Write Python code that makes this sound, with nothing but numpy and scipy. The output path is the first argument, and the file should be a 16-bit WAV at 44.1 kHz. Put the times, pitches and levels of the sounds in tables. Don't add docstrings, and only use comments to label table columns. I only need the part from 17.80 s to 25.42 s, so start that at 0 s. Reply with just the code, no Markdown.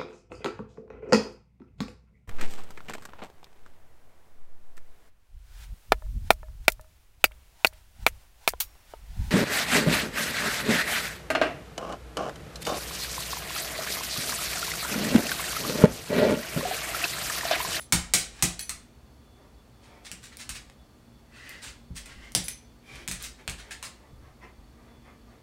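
import sys
import numpy as np
from scipy import signal
from scipy.fft import rfft, irfft
from scipy.io import wavfile

SR = 44100
rng = np.random.default_rng(int(sys.argv[2]) if len(sys.argv) > 2 else 0)


def int16_out(signal):
    q = np.round(np.clip(np.atleast_2d(signal).T, -1, 1) * 32767)
    wavfile.write(sys.argv[1], SR, q.astype(np.int16))


N = 336042

# (frequency [Hz], level [dB])
CLACK_SPECTRUM = [(100, -28.5), (400, -13), (750, -8), (1100, -8.5), (1500, -5), (2200, -1.5), (3200, -4),
                  (5500, -4), (8700, -1.5), (11000, -10), (15000, -19)]


def amp(db):
    return 10 ** (np.asarray(db) / 20)


def evened(x):
    return x / np.sqrt(np.mean(x ** 2) + 1e-20)


def read(points, hz):
    f, value = np.transpose(points)
    return np.interp(np.log(hz + 1), np.log(f + 1), value)


def add(mix, s, sound):
    start = round(s * SR)
    part = mix[max(start, 0):max(start + len(sound), 0)]
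    part += sound[max(-start, 0):][:len(part)]


def colour(x, points, tilt_db_per_octave=0, bump_db=0, bump_hz=1700, bump_octaves=0.26, stretch=1, size=2048):
    hz = abs(np.fft.fftfreq(size, 1 / SR)) + 1
    db = read(points, hz / stretch)
    db += tilt_db_per_octave * np.log2(np.maximum(hz, 1000) / 4000)
    db += bump_db * np.exp(-.5 * (np.log2(hz / bump_hz) / bump_octaves) ** 2)
    spectrum = np.exp(signal.hilbert(np.log(amp(db))).conj())
    taps = np.fft.ifft(spectrum).real
    return signal.fftconvolve(x, taps[:size // 2])


def swell(length_s, rise_share):
    rise_s = length_s * rise_share
    fall_s = length_s - rise_s
    t = np.arange(-3 * rise_s, 3 * fall_s, 1 / SR)
    return -t[0], np.exp(-.5 * (t / np.where(t < 0, rise_s, fall_s)) ** 2)


def kitchen(x, room_db, outward=None, build_s=0.0018, early=1.0, early_s=0.04):
    # (frequency [Hz], t60 [s])
    room_decay = [(80, .45), (210, 1), (560, 0.47), (1470, 0.42), (3880, 0.39), (8000, 0.33), (14000, 0.2)]
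    # (delay [s], share [1])
    near_echoes = [(.0027, .13), (.0056, 0.081), (.0082, .11), (0.0128, .11), (0.0146, .1)]
    t = np.arange(SR // 2) / SR
    hit = rng.random(len(t)) < .15 + t / .05
    taps = rng.choice([-1., 1.], len(t)) * hit
    hz, when, z = signal.stft(taps, SR, nperseg=256)
    z /= np.sqrt(np.mean(abs(z) ** 2, 0)) + 1e-12
    decay = amp(-60 * when / read(room_decay, hz)[:, None])
    tail = signal.istft(z * decay, SR, nperseg=256)[1][:len(t)]
    tail = tail * (1 - np.exp(-t / build_s)) * (1 + early * np.exp(-t / early_s))
    tail /= np.linalg.norm(tail)
    for delay_s, share in near_echoes:
        tail[int(delay_s * rng.uniform(.85, 1.15) * SR)] += share
    out = amp(room_db) * signal.fftconvolve(x if outward is None else outward, tail)
    add(out, 0, x)
    return out / np.hypot(1, amp(room_db))


def appliances(rush_db=-54.5):
    # (frequency [Hz], relative level [dB])
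    rush_spectrum = [(15, -56), (25, -20), (59, 5.5), (80, -7), (92, -7.5), (127, 0), (157, -11.5),
                     (236, -6.5), (384, -14.5), (427, -14), (911, -20), (1130, -22.5), (2050, -28),
                     (4490, -31.5), (16000, -41)]
    # (frequency [Hz], level [dB], full width at half amplitude [Hz])
    motor_tones = [(70, -65.5, 3.4), (118, -77.5, 4), (235.2, -64.5, 2.4), (1193, -78, 28),
                   (3454, -78, 12.26), (4440, -78, 120)]
    hz = np.fft.rfftfreq(N, 1 / SR)
    rush = evened(irfft(rfft(rng.standard_normal(N)) * amp(read(rush_spectrum, hz)), N))
    noise = rfft(rng.standard_normal(N))
    tones = np.zeros(N)
    for tone_hz, db, width_hz in motor_tones:
        band = noise / (1 + (2 * (hz - tone_hz) / width_hz) ** 2)
        tones += amp(db) * evened(irfft(band, N))
    return amp(rush_db) * rush + tones


def tags(room_db=-5, octaves=0.59, chatter=.3, chatter_s=.014, fur_s=.14, swing=0.83):
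    # (time [s], level [dB], frequency around which the blow rings most [Hz])
    clinks = [(0.0, -45, 12200), (.793, -43.5, 3860), (0.806, -40, 11900), (4.641, -43.5, 11500),
              (4.683, -38, 10700), (4.703, -49, 7300)]
    # (frequency [Hz], level [dB], t60 [s])
    tag_modes = [(1900, 3, .1), (2503, -1, 0.14), (3300, -5, 0.079), (4240, -10, 0.15), (4420, -6, 0.23),
                 (6020, -7, 0.62), (6330, -8.5, .25), (8040, -11, 0.028), (8920, -15, 0.11),
                 (10030, 0.5, 0.084), (10070, -11.5, 0.17), (13840, -13, .13), (13950, -18, .1)]
    out, t = np.zeros(N), np.arange(SR // 3) / SR
    hz, mode_db, t60_s = np.transpose(tag_modes)[:, :, None]
    for s, db, middle_hz in clinks:
        weight = amp(mode_db) * np.exp(-.5 * (np.log2(hz / middle_hz) / octaves) ** 2)
        knocks = rng.standard_normal(len(t)) * (rng.random(len(t)) < 2000 / SR)
        contacts = (t == 0) + chatter * knocks * np.exp(-t / chatter_s)
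        modes = np.sin(2 * np.pi * hz * t) * np.exp(-np.log(1000) * t / t60_s)
        rung = signal.fftconvolve(contacts[None], modes, axes=1)[:, :len(t)]
        rung *= np.linalg.norm(modes, axis=1, keepdims=True) / np.linalg.norm(rung, axis=1, keepdims=True)
        swing_hz = rng.uniform(17, 29.92, hz.shape)
        flutter = 1 + swing * np.sin(2 * np.pi * (swing_hz * t + rng.random(hz.shape)))
        damping = np.exp(-(t / fur_s) ** 2)
        jingle = kitchen((weight * flutter * rung).sum(0) * damping, room_db)
        add(out, s, amp(db) * jingle / np.linalg.norm(jingle) * np.sqrt(SR // 25))
    return out


def rasps(rise_share=.46, grain_db=4, catches_per_s=4000, room_db=1, hollow_db=3.0, hollow_hz=1800):
    # (time of the peak [s], length [s], level [dB], brightness [dB/octave])
    bursts = [(0.017, 0.018, -47.5, 5), (0.388, 0.034, -31.5, 4), (0.585, 0.079, -50, -1),
              (2.046, .045, -59, -0.5), (2.261, .021, -41.5, 0.5), (2.446, .031, -45.5, 2),
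              (2.525, .018, -48, -3.5), (2.607, .026, -39.5, 1.5), (2.758, 0.021, -38, 1.5),
              (3.839, 0.025, -40, .5), (3.872, 0.044, -43.5, 0.5), (4.17, 0.02, -37, 3.5),
              (4.301, 0.056, -51.5, -2), (4.641, 0.056, -47, 5), (5.160, .022, -47, -1.5),
              (5.337, .025, -45, 5), (5.411, 0.022, -42.5, 1), (5.444, .024, -36.5, 3.5),
              (5.795, .025, -44.5, -.5), (5.92, 0.018, -40, 1.5), (6.046, 0.024, -39.5, 3)]
    # (frequency [Hz], level [dB])
    rasp_spectrum = [(150, -12.5), (600, -4.5), (1200, 0.5), (2100, 2), (4000, 2), (6500, -2.5), (9000, -2),
                     (11500, -16), (15000, -19.5)]
    out = np.zeros(N)
    for s, length_s, db, tilt in bursts:
        lead_s, envelope = swell(length_s, rise_share)
        size, chance, sign = rng.random((SR // 2, 3))[:len(envelope)].T
        signs = (chance < catches_per_s / SR) * np.sign(sign - .5)
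        catches = amp(grain_db * np.minimum(-np.log(size), 4)) * signs
        rasp = evened(colour(catches, rasp_spectrum, tilt, hollow_db, hollow_hz)[:len(envelope)])
        add(out, s - lead_s, amp(db) * kitchen(rasp * envelope, room_db))
    return out


def claws(next_claw=0.73, grit=0.045, smear=.4, knock_octaves=.37, count=4):
    # (time [s], energy [dB], spread, two claw intervals [s], brightness [dB/octave],
    # knock of the board [dB], knock frequency [Hz])
    landings = [(.1240, 12, .0023, 1, 5, 1110), (.3373, 13, 0.0028, 1.96, 5, 678),
                (.6246, 10.5, .0024, 2.5, 9, 820), (.8944, -1.5, .0011, 2, 8.5, 1070),
                (2.3157, -9, 0.00061, 0, 1.5, 1800), (2.6926, -5, 0.0019, 0.5, -0.5, 2200),
                (4.2588, -18, 0.0018, .5, 6, 2000), (4.5505, 8.5, 0.00052, 0.2, -7.5, 1210),
                (5.2778, -4.5, 0.00053, 1.5, 3.5, 2500), (5.2845, -6.5, 0.00097, 0, -3, 2000),
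                (5.3135, -3.5, .0014, 0.9, 4.5, 1300), (5.678, -3, .0006, -3, 4.5, 2600),
                (5.6969, -9, 0.0012, 2.5, 8, 2000), (5.9091, -12, 0.0024, 0, 14, 1860),
                (6.0276, -9, 0.00122, -1, 8, 900)]
    out, t = np.zeros(N), np.arange(SR // 40) / SR
    first = 1. * (t == 0)
    for s, db, spread_s, tilt, knock_db, knock_hz in landings:
        room_db = 1.3 + 2 * np.log2(spread_s / .001)
        rest = grit * np.exp(-t / spread_s) * rng.standard_normal(len(t))
        for k in range(1, count):
            delay_s = spread_s * (k + rng.uniform(-0.33, .4)) / 2
            add(rest, delay_s, np.array([rng.choice([-1, 1]) * next_claw ** k]))
        knock = (CLACK_SPECTRUM, tilt, knock_db, knock_hz, knock_octaves)
        crack = colour(first + rest, *knock)
        outward = colour(first + smear * rest, *knock)
        clack = kitchen(crack / np.linalg.norm(crack), room_db, outward / np.linalg.norm(outward))
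        add(out, s, amp(db) * clack)
    return out


def pads(rise_s=0.0053, octaves=0.99, rumble=0.53):
    # (time [s], relative level [dB], middle of the blow [Hz])
    blows = [(.126, -21, 150), (.150, -31.5, 61.9), (.340, -31, 198), (.629, -22, 173), (.900, -45, 80),
             (2.316, -43, 184), (2.694, -44, 70), (3.861, -48, 75), (4.101, -34.5, 97.7),
             (4.353, -42.5, 55), (4.554, -28, 172), (5.132, -44, 70), (5.280, -36.5, 140),
             (5.330, -38.5, 88), (5.679, -35, 87), (6.320, -44, 60), (6.420, -45, 65), (6.779, -47.5, 60.6)]
    # (nominal frequency [Hz], level [dB], t60 [s])
    board_modes = [(47.66, -2, 0.97), (65.7, 0, 0.29), (118, -3, 0.24), (145.9, -9, 0.3), (171.7, -1, 0.28),
                   (203.6, -1.5, 0.13), (258, -8, 0.16), (317.2, -5.5, 0.24), (381.5, -11.5, 0.21),
                   (489, -9, 0.21)]
    out, t = np.zeros(N), np.arange(SR // 2) / SR
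    hz, mode_db, t60_s = np.transpose(board_modes)[:, :, None]
    slow = signal.butter(2, 30, fs=SR, output="sos")
    for s, db, middle_hz in blows:
        weight = amp(mode_db) * np.exp(-.5 * (np.log2(hz / middle_hz) / octaves) ** 2)
        turns = hz * rng.uniform(1.0, 1.05, hz.shape) * t + rng.random(hz.shape)
        scatter = evened(signal.sosfilt(slow, rng.standard_normal(turns.shape)))
        waves = np.sin(2 * np.pi * turns) + rumble * scatter * np.cos(2 * np.pi * turns)
        modes = weight * waves * np.exp(-np.log(1000) * t / t60_s)
        thump = modes.sum(0) / np.linalg.norm(weight) * (1 - np.exp(-t / rise_s))
        add(out, s, amp(db) * 1.306 * thump)
    return out


def buckle(slap_s=0.0011, rattle=.19, rattle_s=0.018, tilt=3.0, ring_db=5, ring_hz=2000, room_db=-2.5):
    # (time [s], energy [dB])
    slaps = [(0.7932, -5.5), (4.683, -5)]
    out, t = np.zeros(N), np.arange(SR // 8) / SR
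    for s, db in slaps:
        decay = np.exp(-t / slap_s) + rattle * np.exp(-t / rattle_s)
        contacts = rng.standard_normal(len(t)) * decay
        click = colour(contacts, CLACK_SPECTRUM, tilt, ring_db, ring_hz)
        add(out, s, amp(db) * kitchen(click / np.linalg.norm(click), room_db))
    return out


def huffs(rise_share=.47, room_db=2):
    # (time of the peak [s], length [s], level [dB])
    breaths = [(1.621, 0.096, -62), (2.122, .14, -56), (3.576, 0.08, -50.5), (3.70, 0.13, -45.5),
               (4.329, .17, -55.5), (4.446, 0.074, -51.5), (5.129, .1, -48), (5.209, .06, -51.5),
               (5.598, 0.026, -51), (5.872, 0.096, -53.5), (6.047, 0.039, -51), (6.241, 0.091, -60),
               (6.459, .065, -57), (6.636, 0.035, -48), (6.82, 0.072, -67.5), (7.05, 0.17, -60.5),
               (7.279, .065, -54), (7.511, 0.088, -60)]
    # (time [s], mouth opening [0-1])
    mouth_opening = [(1.62, 1), (2.12, 0.84), (3.56, 0.01), (3.7, 0.03), (4.33, 0.11), (5.12, .29),
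                     (5.6, 0.6), (6.05, .95)]
    # (frequency [Hz], level [dB])
    nose_spectrum = [(200, -7), (900, -15), (1400, -2.5), (1650, -3), (1930, 4), (2200, -9.5), (2550, -0.5),
                     (3400, -10), (4400, -9), (5500, -13.5), (8500, -17.5), (13000, -33)]
    # (frequency [Hz], level [dB])
    mouth_spectrum = [(150, -1), (450, 6.5), (800, 3), (1150, 3.5), (1500, -4.5), (2000, 1.5), (2650, -8.5),
                      (3300, -31), (5500, -26), (10000, -63)]
    nostril_hz, nostril_width_hz = 1900, 70
    out = np.zeros(N)
    for s, length_s, db in breaths:
        lead_s, flow = swell(length_s, rise_share)
        opening = np.interp(s, *np.transpose(mouth_opening))
        lift = 2 ** (1.04 * min(opening, 0.287))
        jets = rng.standard_normal((3, SR))
        hiss = evened(colour(jets[0], nose_spectrum, stretch=lift)[:len(flow)])
        nostril = signal.iirpeak(nostril_hz * lift, nostril_hz / nostril_width_hz, fs=SR)
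        whistle = evened(signal.lfilter(*nostril, jets[1])[:len(flow)])
        nose = evened(hiss + amp(db + 41.5) * whistle)
        pant_tilt = 0.5 * (db + 56)
        mouth = evened(colour(jets[2], mouth_spectrum, pant_tilt)[:len(flow)])
        air = np.sqrt(1 - opening) * nose + np.sqrt(opening) * mouth
        add(out, s - lead_s, amp(db) * kitchen(air * flow, room_db))
    return out


def ticks(grit=0.14, grit_s=0.0008, room_db=-3):
    # (time [s], energy [dB], brightness [dB/octave])
    touches = [(2.5708, -16.5, 5), (2.8990, -26.5, -5), (3.6934, -17.5, 9), (4.5205, -21.5, 5),
               (5.1572, -24.5, 0), (5.324, -13.5, 6), (5.426, -11, 17)]
    out, t = np.zeros(N), np.arange(SR // 40) / SR
    for s, db, tilt in touches:
        contact = (t == 0) + grit * np.exp(-t / grit_s) * rng.standard_normal(len(t))
        crack = colour(contact, CLACK_SPECTRUM, tilt)
        add(out, s, amp(db) * kitchen(crack / np.linalg.norm(crack), room_db))
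    return out


def scene():
    return (claws() + ticks() + pads() + rasps() + tags() + buckle() + huffs() + appliances())[None]


def record(dry, edge_hz=15900):
    taps = signal.firwin(255, edge_hz, window=("kaiser", 8), fs=SR)
    return signal.oaconvolve(dry, taps[None], "same")


dry = scene()
out = record(dry)
int16_out(out)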